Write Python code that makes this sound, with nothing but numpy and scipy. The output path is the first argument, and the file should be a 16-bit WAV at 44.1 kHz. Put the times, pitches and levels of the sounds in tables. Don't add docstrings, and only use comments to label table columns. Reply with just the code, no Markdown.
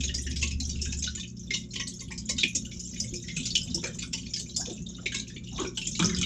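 import sys
import numpy as np
from scipy import signal
from scipy.fft import rfft, irfft
from scipy.io import wavfile

SR = 44100
rng = np.random.default_rng(int(sys.argv[2]) if len(sys.argv) > 2 else 0)


def master(y):
    cut = np.clip(np.atleast_2d(y).T, -1, 1)
    pcm = np.round(cut * 32767)
    wavfile.write(sys.argv[1], SR, pcm.astype(np.int16))


N = 275625
TIME = np.arange(N) / SR
ABOVE_TANK_S = 5.988


def gain_of(db):
    return 10 ** (np.asarray(db) / 20)


def evened(x):
    return x / np.sqrt(np.mean(x ** 2) + 1e-20)


def read(points, hz):
    f, value = np.transpose(points)
    return np.interp(np.log(hz + 1), np.log(f + 1), value)


def follow(rows):
    s, *columns = np.transpose(rows)
    return [np.interp(TIME, s, c) for c in columns]


def add(mix, start_s, sound):
    part = mix[max(round(start_s * SR), 0):][:len(sound)]
    part += sound[:len(part)]


def noise(colour_db):
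    spectrum = rfft(rng.standard_normal(N))
    spectrum *= gain_of(colour_db(np.fft.rfftfreq(N, 1 / SR)))
    return evened(irfft(spectrum, N))


def wander(rate_hz):
    return noise(lambda hz: -10 * np.log10(1 + (hz / rate_hz) ** 6))


def resonance_db(hz, centre_hz, half_width_hz):
    return -20 * np.log10(1 + ((hz - centre_hz) / half_width_hz) ** 2)


def click(colour_db, size=1024):
    log_gain = np.log(gain_of(colour_db(abs(np.fft.fftfreq(size, 1 / SR)))))
    return np.fft.ifft(np.exp(np.conj(signal.hilbert(log_gain)))).real


def above_tank():
    return np.clip((TIME - ABOVE_TANK_S) / .01, 0, 1)


WALL_ECHO_S, WALL_ECHO_GAIN = .0043, 0.99
CLOSE_WET = 0.33
ROOM_T60_AT_4KHZ_S = 0.18


def echoes(hz, s=0, wall=0.57, tank_db=6.5, tank_t60=0.11, room_db=0.0, absorption=0.48, count=6,
           size=11000):
    t = np.arange(size) / SR
    room_t60 = ROOM_T60_AT_4KHZ_S * (4000 / max(hz, 1200)) ** absorption
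    tank, room = rng.standard_normal((2, size)) * (1 - np.exp(-t / 0.0019))
    tank *= gain_of(-60 * t / tank_t60)
    room *= gain_of(-60 * t / room_t60)
    path = (gain_of(tank_db) * evened(tank) + gain_of(room_db) * evened(room)) / np.sqrt(size)
    path[rng.integers(30, 330, count)] += wall * rng.choice([-1, 1], count)
    path[round(WALL_ECHO_S * SR * rng.uniform(.9, 1.1))] += WALL_ECHO_GAIN
    if s >= ABOVE_TANK_S:
        path *= CLOSE_WET
    path[0] += 1
    return path


def ring(hz, cycles=7.3, rise=0.031, snap=0.38, edge=1.0, size=2400):
    t = np.arange(size) / SR
    life = cycles * (3000 / hz) ** 0.22 * np.exp(0.41 * rng.uniform(-1.7, 1))
    age = t * hz / life
    pitch_hz = hz * (1 + rise * rng.uniform(0, 2.1) * (.5 - np.exp(-age)))
    tone = np.exp(-age) * np.cos(2 * np.pi * np.cumsum(pitch_hz) / SR)
    tone *= np.cos(np.pi / 2 * (t / t[-1]) ** 2)
    tone[0] += snap * rng.uniform(.4, 1.6)
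    high_pass = signal.butter(5, min(edge, .95) * hz, "high", fs=SR, output="sos")
    return signal.sosfilt(high_pass, tone)


def ping(hz, s=0, **voice):
    return signal.fftconvolve(ring(hz, **voice), echoes(hz, s))


# pitch_hz [Hz], gain_db [dB]
TRICKLE_COLOUR = [(300, -7.5), (370, 1.5), (480, -13.5), (580, -6), (900, -74), (1400, 7), (2000, -8.5),
                  (2800, 15), (3700, 23), (4700, -12), (5600, 15), (7300, 14), (8500, -25), (12000, 13)]


def swarm(level, low_hz, high_hz, per_s, spread_db, cycles=20.0, snap=0.35, count=48, size=64):
    out, energy = np.zeros(N), 0
    birth_chance = per_s * N / SR / (count * size)
    for hz in np.linspace(low_hz, high_hz, count):
        sound = gain_of(read(TRICKLE_COLOUR, hz)) * evened(ping(hz, cycles=cycles, snap=snap))
        own_energy = sound @ sound
        for when, chance, rarity in rng.random((size, 3)):
            if chance < birth_chance:
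                strength = gain_of(-spread_db * np.log(rarity + .13))
                add(out, when * N / SR, level[int(when * N)] * strength * sound)
                energy += strength ** 2 * own_energy
    return out / np.sqrt(energy / N)


# start_s [s], finest_db [dB], larger_bubbles_db [dB]
FLOW = [(0.0, -40.5, -46.5), (0.55, -51, -57), (0.78, -35.5, -46), (1.06, -49, -52.5), (1.27, -55.5, -77),
        (1.53, -44, -47.5), (1.65, -47, -59.5), (2.18, -55.5, -59), (2.39, -49, -53.5),
        (2.79, -40.5, -56.5), (3.25, -43, -51), (3.5, -42, -46.5), (4.12, -46, -54.5), (4.61, -45.5, -58),
        (4.92, -50.5, -54), (5.4, -49.5, -59), (5.61, -44, -41.5), (5.81, -38.5, -56.5), (6.09, -37, -41),
        (6.25, -52, -37)]


def stream():
    return follow(FLOW)


def surge():
    large_flow = stream()[1]
    return large_flow - large_flow.mean()


# start_s [s], end_s [s]
LULLS = [(.535, .595), (.765, .81), (1.64, 1.69), (2.07, 2.11), (2.665, 2.71), (4.075, 4.125), (4.8, 4.855),
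         (5.39, 5.435), (5.685, 5.745)]


def running(lull_db=-12.0):
    return gain_of(lull_db * sum((TIME > start) & (TIME < end) for start, end in LULLS))


def agitation(settle=0.0085, slosh_db=19.5, size=22050):
    kicks = np.zeros(N)
    for s, db, *_ in DROPS:
        add(kicks, s, np.array([gain_of(db) ** 2]))
    for s, length, _, db, *_ in SLOSHES:
        add(kicks, s, np.full(round(length * SR), gain_of(db + slosh_db) ** 2 / (length * SR)))
    decay = np.exp(-np.arange(size) / (settle * SR))
    return np.sqrt(abs(signal.oaconvolve(kicks, decay)[:N]))


# frequency_hz [Hz], relative_level_db [dB]
AIR_COLOUR = [(100, 13), (400, -12), (650, -26), (1200, -4), (2500, -17), (8000, -29)]


def air(level_db=-68.0):
    return gain_of(level_db) * noise(lambda hz: read(AIR_COLOUR, hz))


# frequency_hz [Hz], relative_level_db [dB]
CHURN_COLOUR = [(20, -28), (35, -0.5), (58, 1.5), (85, 4), (125, -10), (160, 7), (195, -7.5), (255, 4),
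                (300, -18), (380, -22.5), (500, -27.5), (660, -41), (1500, -43), (4000, -42)]


def background(churn_db=-41.5, surge_share=0.56, swell_db=4.0, swell_hz=11.2, above_db=-2.5,
               close_db=-37.5, close_hz=216.0, close_width_hz=44.0):
    level_db = churn_db + surge_share * surge() + swell_db * wander(swell_hz) + above_db * above_tank()
    churn = gain_of(level_db) * noise(lambda hz: read(CHURN_COLOUR, hz))
    close_band = noise(lambda hz: resonance_db(hz, close_hz, close_width_hz))
    return churn + gain_of(close_db) * above_tank() * close_band


# start_s [s], pitch_hz [Hz], level_db [dB]
DRONE = [(0, 67.9, -28.5), (0.15, 68.35, -33.5), (0.45, 72.75, -28), (0.8, 72.1, -30.5), (1.03, 71.8, -31),
         (1.2, 75.2, -43), (1.4, 69, -62)]


def drone(waver_db=3.0):
    hz, db = follow(DRONE)
    tone = evened(np.sin(2 * np.pi * np.cumsum(hz) / SR))
    return gain_of(db + waver_db * wander(69)) * tone


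MAINS_HZ = 60.0
# mains_multiple [ratio], beside_tank_db [dB], above_tank_db [dB]
HUM = [(1, -47.5, -46), (2, -44, -52), (3, -43.5, -31), (4, -54.5, -59), (6, -59.5, -47.5), (8, -75, -59)]
# pitch_hz [Hz], half_width_hz [Hz], beside_tank_db [dB], above_tank_db [dB]
HOUSING = [(212, 3.5, -44.5, -36), (266, 6, -56, -52), (346, 9, -59, -52)]


def pump(waver_db=2.5):
    above = above_tank()
    out = np.zeros(N)
    for k, beside_db, above_db in HUM:
        level_db = beside_db + above * (above_db - beside_db) + waver_db * wander(8.0)
        out += gain_of(level_db) * evened(np.sin(2 * np.pi * (k * MAINS_HZ * TIME + rng.random())))
    for f, half_width, beside_db, above_db in HOUSING:
        level_db = beside_db + above * (above_db - beside_db)
        out += gain_of(level_db) * noise(lambda hz: resonance_db(hz, f, half_width))
    return out


def patter(level_db=-11.5, large_share=0.74):
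    fine_flow, large_flow = stream()
    level = gain_of(level_db + fine_flow + large_share * (large_flow - fine_flow)) * running()
    return swarm(level, low_hz=2300, high_hz=5600, per_s=900, spread_db=3.0, count=36, size=256)


def froth(level_db=-24.0):
    return swarm(gain_of(level_db) * agitation(), low_hz=2994, high_hz=9670, per_s=1100, spread_db=10.5,
                 cycles=5.4, snap=0.32, count=40, size=256)


def spray(flow_db=-3.0, stirred_db=-25.0):
    fine_flow = stream()[0]
    level = np.hypot(gain_of(fine_flow + flow_db) * running(), gain_of(stirred_db) * agitation())
    return swarm(level, low_hz=8400, high_hz=14300, per_s=150, spread_db=5.5)


def trickle(gurgle_db=-59.5, gurgle_share=0.23, large_db=0.0, fine_db=-0.5, stirred_deep_db=-27.5):
    fine_flow, large_flow = stream()
    gurgles = np.hypot(gain_of(gurgle_db + gurgle_share * surge()), gain_of(stirred_deep_db) * agitation())
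    plinks = gain_of(large_flow + large_db) * running()
    fizz = gain_of(fine_flow + fine_db) * running()
    return (swarm(gurgles, low_hz=295.8, high_hz=612.3, per_s=110, spread_db=3.5, cycles=10.3)
            + swarm(plinks, low_hz=1219, high_hz=4563, per_s=160, spread_db=5.0)
            + swarm(fizz, low_hz=4320, high_hz=9450, per_s=700, spread_db=9.5, size=128))


# pitch_hz [Hz], full_width_hz [Hz], lift_db [dB]
TANK_MODES = [(1105, 18, 9), (2003, 18, 5), (2200, 23, 7), (2320, 70, -4), (2440, 50, 7), (2710, 34, 5),
              (2810, 70, -4), (2950, 70, 5.5), (3732, 35, 6), (4220, 120, -3), (5180, 160, 3.5),
              (5410, 60, 4), (5800, 110, -3), (6004, 65, 2.5)]


def tank_colour(x):
    def lift_db(hz):
        return sum(db / (1 + (2 * (hz - f) / width) ** 2) for f, width, db in TANK_MODES)
    return signal.oaconvolve(x, click(lift_db, size=8192))[:N]


# start_s [s], level_db [dB]
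KNOCKS = [(.426, -36.5), (1.758, -43), (1.798, -40.5), (2.015, -47), (2.113, -44.5), (2.294, -37),
          (2.383, -60), (4.133, -48), (5.143, -46), (5.775, -52), (6.214, -57)]
# frequency_hz [Hz], relative_level_db [dB]
KNOCK_COLOUR = [(150, -45), (480, 6), (720, -17.5), (1080, 9.5), (1400, -33), (2100, 16.5), (3500, -48),
                (8000, -55)]


def knocks(size=880):
    out = np.zeros(N)
    blow = click(lambda hz: read(KNOCK_COLOUR, hz))
    for s, db in KNOCKS:
        sound = signal.fftconvolve(blow, echoes(hz=1100))
        add(out, s, gain_of(db) * sound / np.std(sound[:size]))
    return out


# start_s [s], length_s [s], pitch_hz [Hz], level_db [dB]
SLOSHES = [(3.737, 0.067, 674, -60), (3.829, 0.06, 1680, -40.5), (3.833, 0.064, 507, -44),
           (4.57, 0.085, 974, -56), (4.665, 0.066, 499, -44), (4.985, .15, 549, -56.5),
           (5.525, 0.078, 820, -50.5), (5.573, .085, 1123, -39.5), (5.582, 0.084, 393, -41),
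           (5.987, 0.048, 1182, -33), (5.988, 0.063, 557, -45.5), (6.057, .17, 1496, -47)]


def sloshes(spread_octaves=0.554, edge_db=-14.5, count=22):
    out = np.zeros(N)
    for s, length, hz, db in SLOSHES:
        cloud = np.zeros(SR // 2)
        times = rng.beta(1.1, 2, count)
        offsets = rng.permutation(np.linspace(-1, 1, count))
        for when, offset in zip(times, offsets):
            bubble = ping(hz * 2 ** (spread_octaves * offset), s, cycles=11.0, rise=0.06, snap=0.2)
            add(cloud, when * length, gain_of(edge_db * abs(offset)) * evened(bubble))
        add(out, s, gain_of(db) * cloud / np.std(cloud[:round(length * SR)]))
    return out


# start_s [s], pitch_hz [Hz], level_db [dB]
GLUGS = [(.04, 378.4, -49), (.25, 362, -50), (.428, 232, -36.5), (.432, 354, -45), (.612, 740, -58.5),
         (.82, 370, -47.5), (.925, 875, -60), (1.18, 1085, -60), (1.545, 1070, -56), (2.103, 897, -52),
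         (2.294, 570, -48.5), (2.385, 1470, -53), (2.434, 247, -40), (2.438, 544, -64), (2.552, 254, -35),
         (2.556, 510, -53), (3.039, 510, -55), (3.125, 345, -37.5), (3.135, 490, -52), (3.37, 1440, -56),
         (3.67, 700, -61), (3.743, 333, -35.5), (3.768, 486, -50.5), (3.776, 945, -53.5),
         (3.829, 359, -38.5), (3.836, 887, -48), (3.845, 519, -41), (4.028, 1110, -60),
         (4.033, 1440, -49.5), (4.134, 900, -54), (4.588, 697, -49.5), (4.598, 774, -47.5),
         (4.609, 1605, -47.5), (4.675, 493, -47), (4.688, 704, -52), (4.699, 341, -37.5),
         (4.982, 1250, -54), (5.143, 1047, -54), (5.52, 765, -52), (5.586, 1120, -36.5),
         (5.591, 375, -30.5), (5.612, 331, -31), (5.639, 362, -34), (5.645, 1440, -44), (5.773, 873, -55),
         (5.773, 1540, -50.5), (5.992, 167.5, -24), (5.995, 327, -32), (5.997, 916, -43.5),
         (6.025, 1510, -35.5), (6.032, 102.3, -32.5), (6.039, 369, -33), (6.047, 590, -45.5),
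         (6.095, 1750, -43), (6.14, 1750, -44), (6.216, 1320, -45.5), (6.238, 1300, -52)]


def glugs(level_db=0.0, swell_s=0.0029, size=8000):
    out = np.zeros(N)
    swell = 1 - np.exp(-np.arange(size) / (swell_s * SR))
    for s, hz, db in GLUGS:
        pocket = swell * ring(hz, cycles=4.46, rise=0.048, size=size)
        sound = signal.fftconvolve(pocket, echoes(hz, s, tank_db=6.0, room_db=0.0))
        add(out, s, gain_of(db + level_db) * sound / np.std(sound[:SR // 25]))
    return out


TRAP_S = .0015


def bubbles(level_db=0.5):
    out = np.zeros(N)
    for s, _, _, hz, db in DROPS:
        bubble = ring(hz, cycles=10.4, rise=0.012, snap=0.44)
        sound = signal.fftconvolve(bubble, echoes(hz, s, wall=0.56, tank_db=5.5, room_db=4.0))
        add(out, s + TRAP_S, gain_of(db + level_db) * sound / np.std(sound[:660]))
    return out


# start_s [s], impact_db [dB], weight_db [dB], bubble_pitch_hz [Hz], bubble_level_db [dB]
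DROPS = [(0.006, -29, 14, 2540, -37.5), (0.035, -22.5, 9, 3960, -44), (0.088, -58, 6, 2890, -31.5),
         (0.091, -62, 16, 1830, -39.5), (0.142, -19.5, -5, 5530, -37), (0.178, -26.5, -10, 5830, -33),
         (0.181, -51, -5, 1915, -43), (0.219, -31, -32, 8730, -21.5), (0.264, -31, -6, 1810, -36.5),
         (0.268, -48, 3, 2850, -38.5), (0.297, -42, -24, 9050, -29), (0.309, -30.5, 2.5, 5100, -40),
         (0.324, -50, 3, 2580, -44), (0.36, -26, 2.5, 5240, -41.5), (0.391, -32, 8, 2930, -53),
         (0.415, -24, 3.5, 3000, -57), (0.425, -19.5, 9, 2650, -24.5), (0.474, -30, -2, 7060, -35),
         (0.508, -32.5, 10.5, 2610, -37.5), (0.512, -35, -4, 5100, -40), (0.601, -24.5, -3, 4120, -31),
         (0.65, -34, -12, 5700, -32.5), (0.671, -42, -19, 8600, -33), (0.693, -32.5, 1.5, 5700, -30),
         (0.754, -42, 2, 2770, -43), (0.788, -48, 3, 2650, -42.5), (0.815, -25, -6, 5300, -27),
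         (0.816, -50, 3, 2880, -46), (0.85, -29, 4.5, 2600, -43), (0.855, -50, -2, 1610, -45),
         (0.922, -25, 1.5, 2590, -36.5), (0.928, -54, 0, 1710, -50), (0.949, -48, 0, 5200, -49),
         (0.969, -36, -22, 7040, -36), (0.987, -30, -17, 7700, -28), (1.023, -26, 5.5, 6400, -28),
         (1.038, -22.5, 6.5, 3810, -35), (1.063, -31.5, 10, 2950, -37), (1.072, -61, -4, 1474, -34.5),
         (1.101, -48, -5, 5730, -43), (1.15, -36, 15, 6970, -30.5), (1.172, -37.5, 14, 1790, -47),
         (1.196, -32, 7, 3580, -36), (1.23, -46.5, 45, 2560, -40.5), (1.273, -45, -4.5, 6700, -45),
         (1.368, -60, -10, 5230, -47.5), (1.394, -61, -22, 6160, -41), (1.506, -28.5, 17.5, 2110, -25.5),
         (1.539, -20, 10.5, 2880, -29.5), (1.567, -32, -13, 6970, -47), (1.705, -58, -3, 4190, -43),
         (1.712, -57, -5, 5370, -45), (1.736, -29.5, 1.5, 2870, -67), (1.757, -30.5, 11, 3056, -30),
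         (1.797, -25.5, 7.5, 1936, -35.5), (1.87, -31.5, 4, 4380, -33.5), (1.877, -28, -12, 8020, -22),
         (1.936, -34, -13, 10500, -30), (1.991, -38, -10, 4600, -40.5), (2.003, -31.5, 0, 6720, -49),
         (2.023, -46, 14, 10000, -28.5), (2.08, -51, 20, 9300, -37), (2.106, -39.5, 1, 1845, -42),
         (2.115, -31, -3, 2350, -36.5), (2.177, -29.5, -2, 4970, -34), (2.254, -61, -15, 6930, -37.5),
         (2.288, -36, 17, 4500, -45), (2.292, -16, -13, 3960, -31.5), (2.364, -41, 9, 4650, -42),
         (2.382, -21.5, 10.5, 2500, -51), (2.405, -42, 23, 3790, -24.5), (2.432, -20.5, 18, 2450, -18),
         (2.479, -26.5, -30, 9000, -39), (2.55, -16.5, -6, 6510, -21), (2.649, -36, -34, 2920, -39.5),
         (2.665, -64, 0, 1470, -58), (2.714, -39.5, 15, 2310, -47), (2.795, -29, -11, 6700, -38),
         (2.844, -51, -10, 5400, -44), (2.851, -51, -18, 7400, -36.5), (2.888, -46, -3, 7500, -40),
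         (2.935, -45, 9, 2020, -53.5), (2.959, -41, 22, 3500, -49), (3, -19.5, -12.5, 5980, -28),
         (3.04, -58, -8, 2175, -45), (3.137, -25.5, -8, 2446, -42), (3.157, -31, -17, 5250, -35),
         (3.224, -49, -10, 6200, -38.5), (3.237, -55, 5, 1950, -50), (3.282, -34, 10.5, 2094, -37.5),
         (3.312, -66, -5, 1900, -52), (3.365, -21.5, 5.5, 2540, -29.5), (3.394, -38.5, 17, 2880, -39.5),
         (3.429, -34, -4, 3400, -36), (3.455, -20.5, 1, 4840, -29.5), (3.503, -35, -19, 4420, -29),
         (3.552, -17, -1, 3024, -17), (3.631, -32, -48, 7600, -31), (3.672, -50, 21, 2980, -46),
         (3.699, -42, -5, 5070, -42), (3.707, -52, 2, 3850, -41.5), (3.744, -18, -13.5, 5500, -23),
         (3.838, -24.5, -2, 2390, -30.5), (3.944, -34, -19, 6460, -47), (3.987, -32.5, 12.5, 7100, -30.5),
         (4.022, -28, 5, 2420, -43), (4.125, -42, -2, 3470, -50), (4.131, -18.5, 0, 6050, -56),
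         (4.175, -31, 3, 3140, -42), (4.23, -57, 10, 2920, -46), (4.262, -44.5, 20, 4370, -43),
         (4.305, -65, 5, 2340, -56), (4.335, -33.5, 7, 5130, -25), (4.338, -42, 7, 3150, -37.5),
         (4.361, -26.5, 1, 4750, -32), (4.367, -48, 5, 1750, -51), (4.395, -21.5, -4, 4430, -36),
         (4.458, -49, 0, 2370, -51.5), (4.492, -52, -7, 3930, -39.5), (4.543, -61, -4, 4280, -38.5),
         (4.562, -17, -16, 4980, -25.5), (4.603, -23, -14, 5500, -32), (4.655, -30, 0, 3560, -38),
         (4.697, -34, 2, 3600, -40), (4.727, -46, -15, 7360, -37), (4.763, -44, -11, 3550, -53),
         (4.775, -56, -3, 2650, -48), (4.819, -56, -9, 6500, -43.5), (4.862, -56, -10, 3650, -37),
         (4.887, -59, -10, 6550, -39), (4.946, -61, 3, 3650, -41), (4.981, -78, -8, 1380, -48.5),
         (5.058, -29.5, 18.5, 2280, -24), (5.12, -30.5, 11, 1644, -38.5), (5.144, -21, 9, 3200, -59),
         (5.183, -42, 4, 2310, -47), (5.195, -26.5, 6, 3890, -31.5), (5.268, -52, 4, 2560, -48),
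         (5.276, -36, -7, 5400, -49), (5.298, -45, 16, 1790, -49), (5.362, -46, 36, 2350, -44),
         (5.436, -62, 9, 3600, -50), (5.471, -62, 16, 2900, -42.5), (5.565, -50, 6, 6000, -42),
         (5.579, -38, 21, 2920, -48), (5.596, -42, 4, 6720, -30.5), (5.63, -35, 9, 2900, -52),
         (5.647, -53, -5, 2370, -37.5), (5.672, -52, -1, 5600, -36), (5.772, -21.5, -3.5, 3040, -26.5),
         (5.814, -33, 0, 2690, -32.5), (5.851, -51, -5, 3200, -36), (5.869, -22, 1, 7160, -25),
         (5.925, -49, -8, 5940, -38), (5.95, -29, 4, 3870, -34), (5.993, -19.5, 0, 2380, -28.5),
         (5.999, -28.5, 24.5, 3380, -30), (6.025, -20.5, 7, 3240, -36), (6.029, -43, -4, 1267, -33.5),
         (6.044, -25, -4, 5240, -23), (6.057, -21, -1, 6000, -23), (6.094, -25.5, -5, 2135, -38),
         (6.095, -38, 0, 3750, -36), (6.128, -45, -3, 2010, -39), (6.146, -47, 2, 4920, -29),
         (6.149, -47, 0, 3790, -38), (6.163, -26, 1, 4960, -35), (6.185, -29, 2.5, 7600, -27),
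         (6.214, -17.5, 7, 3350, -36), (6.228, -28.5, 18, 2270, -30)]
# frequency_hz [Hz], gain_db [dB]
SPLASH_COLOUR = [(100, 20), (190, 18), (330, 32.7), (700, 0.47), (1100, 4.1), (1700, 6.6), (2400, 2.7),
                 (4500, 5.1), (6500, 12.7), (7400, 9.1), (8300, 13.2), (9500, 8.7), (15000, 2.6)]


def splashes(level_db=-4.5, body_db=-2.0, slap_db=-30.0, spray_db=-5.5, dulling=0.48, scatter=0.013,
             foam=0.2, colour_db=4.0, stagger_s=.004, order=3, count=12, size=440):
    out = np.zeros(N)
    treble = signal.butter(2, [4500, 9000], "band", fs=SR, output="sos")
    tiny = [ring(hz) for hz in np.linspace(3000, 14000, 60)]
    for s, db, weight, *_ in DROPS:
        tilt = [(1400, weight + slap_db), (2400, weight + body_db), (3800, weight + body_db),
                (5200, 0.00092), (8000, 0.012), (10000, spray_db - dulling * weight)]
        impact = np.zeros(SR // 10)
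        for k, delay in enumerate(rng.uniform(0, stagger_s, order)):
            impact[round(delay * SR) if k else 0] += rng.choice([-1, 1]) / np.sqrt(order)
        for delay, pick in zip(rng.exponential(scatter, count), rng.integers(0, len(tiny), count)):
            add(impact, delay, foam * tiny[pick] / np.linalg.norm(tiny[pick]))
        own = list(zip(np.linspace(1000, 15000, 24), colour_db * rng.standard_normal(24)))
        colour = click(lambda hz: read(tilt, hz) + read(own, hz) + read(SPLASH_COLOUR, hz))
        sound = signal.fftconvolve(signal.fftconvolve(impact, colour), echoes(hz=5050, s=s))
        add(out, s, gain_of(db + level_db) * sound / np.std(signal.sosfilt(treble, sound[:size])))
    return out


def scene():
    in_tank = splashes() + knocks() + trickle() + patter() + froth() + spray()
    water = tank_colour(in_tank) + bubbles() + sloshes() + glugs()
    return (water + pump() + drone() + background() + air())[None]


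# frequency_hz [Hz], gain_db [dB]
MICROPHONE = [(20, -5), (7300, -4.5), (8200, -21.5), (9500, -31), (15000, -39.5)]
EDGE_HZ = 15730


def record(dry):
    heard = signal.oaconvolve(dry, click(lambda hz: read(MICROPHONE, hz))[None])[:, :N]
    low_pass = signal.firwin(511, EDGE_HZ, window=("kaiser", 9), fs=SR)
    return signal.oaconvolve(heard, low_pass[None], "same")


dry = scene()
out = record(dry)
master(out)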